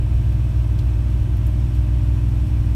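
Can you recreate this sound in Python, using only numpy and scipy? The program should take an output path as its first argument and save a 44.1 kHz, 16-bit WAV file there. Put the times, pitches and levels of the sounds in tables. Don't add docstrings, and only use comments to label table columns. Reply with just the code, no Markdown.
import sys
import numpy as np
from scipy.fft import rfft, irfft, next_fast_len
from scipy.io import wavfile
from scipy.ndimage import map_coordinates

SR = 44100
rng = np.random.default_rng(int(sys.argv[2]) if len(sys.argv) > 2 else 0)


def unload_wav(signal):
    wavfile.write(
        sys.argv[1],
        SR,
        np.round(np.clip(np.atleast_2d(signal).T, -1, 1) * 32767).astype(np.int16),
    )


N = 121275

# time in seconds, speed in turns per second.
CRANK_SPEED = [(0, 30.05), (.6, 30.14), (1.4, 30.19), (1.9, 30.25), (2.75, 30.29)]
# multiple of the crank speed, level in dB at mid-scene, swell in dB per second.
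DRONE_ORDERS = [(2, -19.5, 0), (4, -26, -0.27), (6, -52, -1), (7, -45, 1.5), (8, -47, 3.5),
                (10, -41.5, 2.2), (12, -50, 0)]
# multiple of the crank speed, level in dB at mid-scene, swell in dB per second.
RASP_ORDERS = [(16, -64, -2.5), (18, -70, 0), (20, -54.5, 0), (22, -58.3, -1.6), (24, -65.5, -2),
               (26, -65, 1), (28, -69, 0), (30, -61, 1), (34, -64.5, 0), (38, -65.5, 0), (52, -64, -1.5),
               (56, -72, 0)]
# multiple of the shaft speed, level in dB.
SHAFT_ORDERS = [(1, -50), (2, -31.5), (3, -24)]
# centre in Hz, level in dB, approximate width in Hz.
WHINES = [(290, -55, 3), (312.3, -50.5, .8), (346.5, -55, 1.5), (2562, -68, 8), (5448, -75, 14),
          (7930, -72.5, 170), (8230, -77.5, 60), (10880, -77.5, 12), (11120, -83, 40), (12280, -82, 90)]
# frequency in Hz, relative density in dB per Hz.
CHUG_SPECTRUM = [(60, -57), (200, -19), (380, -3), (580, -1), (750, -7), (1000, -9.5), (1600, -20.5),
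                 (4000, -50), (9000, -120)]
CLATTER_SPECTRUM = [(100, -60), (400, -24), (900, -1.5), (1500, -4), (2600, -8), (5000, -16.5),
                    (10000, -27), (16000, -120)]
RUMBLE_SPECTRUM = [(10, -45), (24, -30), (32, -9), (42, -4.5), (78, -0.5), (105, -6), (140, -8.5),
                   (180, -14.5), (220, -20), (275, -24.5), (335, -26.5), (450, -46.5), (900, -62),
                   (2000, -120)]
AIR_SPECTRUM = [(200, 8), (500, -2.5), (950, 4), (1300, -2.5), (1600, -2.5), (1950, -5), (2550, 0.5),
                (3200, -3.5), (4000, -9.5), (4900, -13.5), (5400, -9), (6200, -12.5), (7300, -14.5),
                (9200, -13.5), (10400, -18.5), (11200, -15.5), (13400, -16.5), (15700, -26)]
# start in seconds, low ring in dB, bright edge in dB, time to decay by 60 dB in seconds.
TICKS = [(.322, -57, -57, .1), (.788, -40.5, -50.5, .065), (1.367, -54, -48, .05), (1.465, -62, -43, .06),
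         (1.748, -53, -56, .16), (2.285, -57, -53, .06), (2.468, -60, -56, .14)]
# frequency in Hz, relative density in dB per Hz.
TICK_RING_SPECTRUM = [(200, -60), (900, -20), (1700, -12), (2400, -1), (3700, 0), (5500, -4), (8000, -14),
                      (15000, -27)]
TICK_EDGE_SPECTRUM = [(3000, -28), (6000, -6), (9000, -3), (11000, -3), (13500, 0), (15700, -7)]

FIRINGS_PER_TURN, CLATTER_PER_TURN = 2, 8
CHUG_SHARPNESS, CLATTER_SHARPNESS = 2.5, 1.64
SHAFT_HZ = 33.5
RUMBLE_DB, AIR_DB, CHUG_DB, CLATTER_DB = -26.5, -48.5, -52, -54
DRONE_WAVER_DB, RASP_WAVER_DB = .25, 1
DRONE_JITTER, RASP_JITTER = .025, .12
DRONE_SCATTER, SHAFT_SCATTER, PATH_SCATTER = .45, .5, .97
RUMBLE_SWAY_DB, AIR_SWAY_DB, AIR_RISE_DB_PER_S = .6, .35, .28
RIPPLE_DB, RIPPLE_HZ = 2.5, 21.98
TICK_ATTACK_S = 0.0025
TOP_HZ = 15720


def amp(db):
    return 10 ** (np.asarray(db) / 20)


def unit(x):
    return x / np.sqrt(np.mean(x ** 2) + 1e-20)


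def seconds():
    return np.arange(N) / SR


def wobble(rate):
    return map_coordinates(rng.standard_normal(4096), [seconds() * rate + 2], mode="wrap")


def filtered(x, response):
    m = next_fast_len(N + SR // 2)
    hz = np.fft.rfftfreq(m, 1 / SR)
    return irfft(rfft(x, m) * response(hz), m)[:N]


def noise(spectrum):
    f, db = np.transpose(spectrum)
    m = next_fast_len(N + 8192)
    hz = np.fft.rfftfreq(m, 1 / SR)
    gain = amp(np.interp(np.log(hz + 1), np.log(f), db))
    white = rng.standard_normal(m)
    return unit(irfft(rfft(white) * gain, m)[:N])


def partial(turns, order, jitter, waver_db, scatter):
    phase = scatter * rng.standard_normal() + jitter * wobble(8.8)
    sine = np.sin(2 * np.pi * order * turns + phase)
    return np.sqrt(2) * sine * amp(waver_db * wobble(5.9))


def puffs(cycles, sharpness, rise=0.11):
    age = cycles % 1
    return unit((1 - np.exp(-age / rise)) * np.exp(-sharpness * age))


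def crank_orders(turns, orders, jitter, waver_db, scatter):
    t = seconds()
    total = np.zeros(N)
    for order, db, swell in orders:
        level = amp(db + swell * (t - t.mean()))
        total += level * partial(turns, order, jitter, waver_db, scatter)
    return total


def engine():
    crank_speed = np.interp(seconds(), *np.transpose(CRANK_SPEED))
    turns = np.cumsum(crank_speed) / SR
    drone = crank_orders(turns, DRONE_ORDERS, DRONE_JITTER, DRONE_WAVER_DB, DRONE_SCATTER)
    rasp = crank_orders(turns, RASP_ORDERS, RASP_JITTER, RASP_WAVER_DB, PATH_SCATTER)
    chug = puffs(FIRINGS_PER_TURN * turns, CHUG_SHARPNESS) * noise(CHUG_SPECTRUM)
    clatter = puffs(CLATTER_PER_TURN * turns, CLATTER_SHARPNESS) * noise(CLATTER_SPECTRUM)
    return drone + rasp + amp(CHUG_DB) * chug + amp(CLATTER_DB) * clatter


def whine(hz, width):
    envelope = wobble(width) + 1j * wobble(width)
    return unit((envelope * np.exp(2j * np.pi * hz * seconds())).real)


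def drive_line():
    turns = SHAFT_HZ * seconds()
    total = np.zeros(N)
    for order, db in SHAFT_ORDERS:
        total += amp(db) * partial(turns, order, DRONE_JITTER, DRONE_WAVER_DB, SHAFT_SCATTER)
    for hz, db, width in WHINES:
        total += amp(db) * whine(hz, width)
    return total


def rolling():
    t = seconds()
    rumble_db = RUMBLE_DB + RUMBLE_SWAY_DB * wobble(5.13)
    air_db = AIR_DB + AIR_SWAY_DB * wobble(7.94) + AIR_RISE_DB_PER_S * (t - t.mean())
    rumble = amp(rumble_db) * noise(RUMBLE_SPECTRUM)
    air = amp(air_db) * cabin(noise(AIR_SPECTRUM))
    return rumble + air


def cabin(x):
    knots = rng.standard_normal(8192)

    def ripple(hz):
        return amp(RIPPLE_DB * map_coordinates(knots, [hz / RIPPLE_HZ], mode="wrap"))

    return unit(filtered(x, ripple))


def fitting():
    ring, edge = noise(TICK_RING_SPECTRUM), noise(TICK_EDGE_SPECTRUM)
    total = np.zeros(N)
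    for start, ring_db, edge_db, t60 in TICKS:
        age = np.maximum(seconds() - start, 0)
        attack = np.minimum(age / TICK_ATTACK_S, 1)
        decay = amp(-60 * age / t60)
        total += attack * decay * (amp(ring_db) * ring + amp(edge_db) * edge)
    return total


def scene():
    mix = engine() + drive_line() + rolling() + fitting()
    return mix[None]


def record(dry):
    return np.array([filtered(x, lambda hz: hz < TOP_HZ) for x in dry])


dry = scene()
out = record(dry)
unload_wav(out)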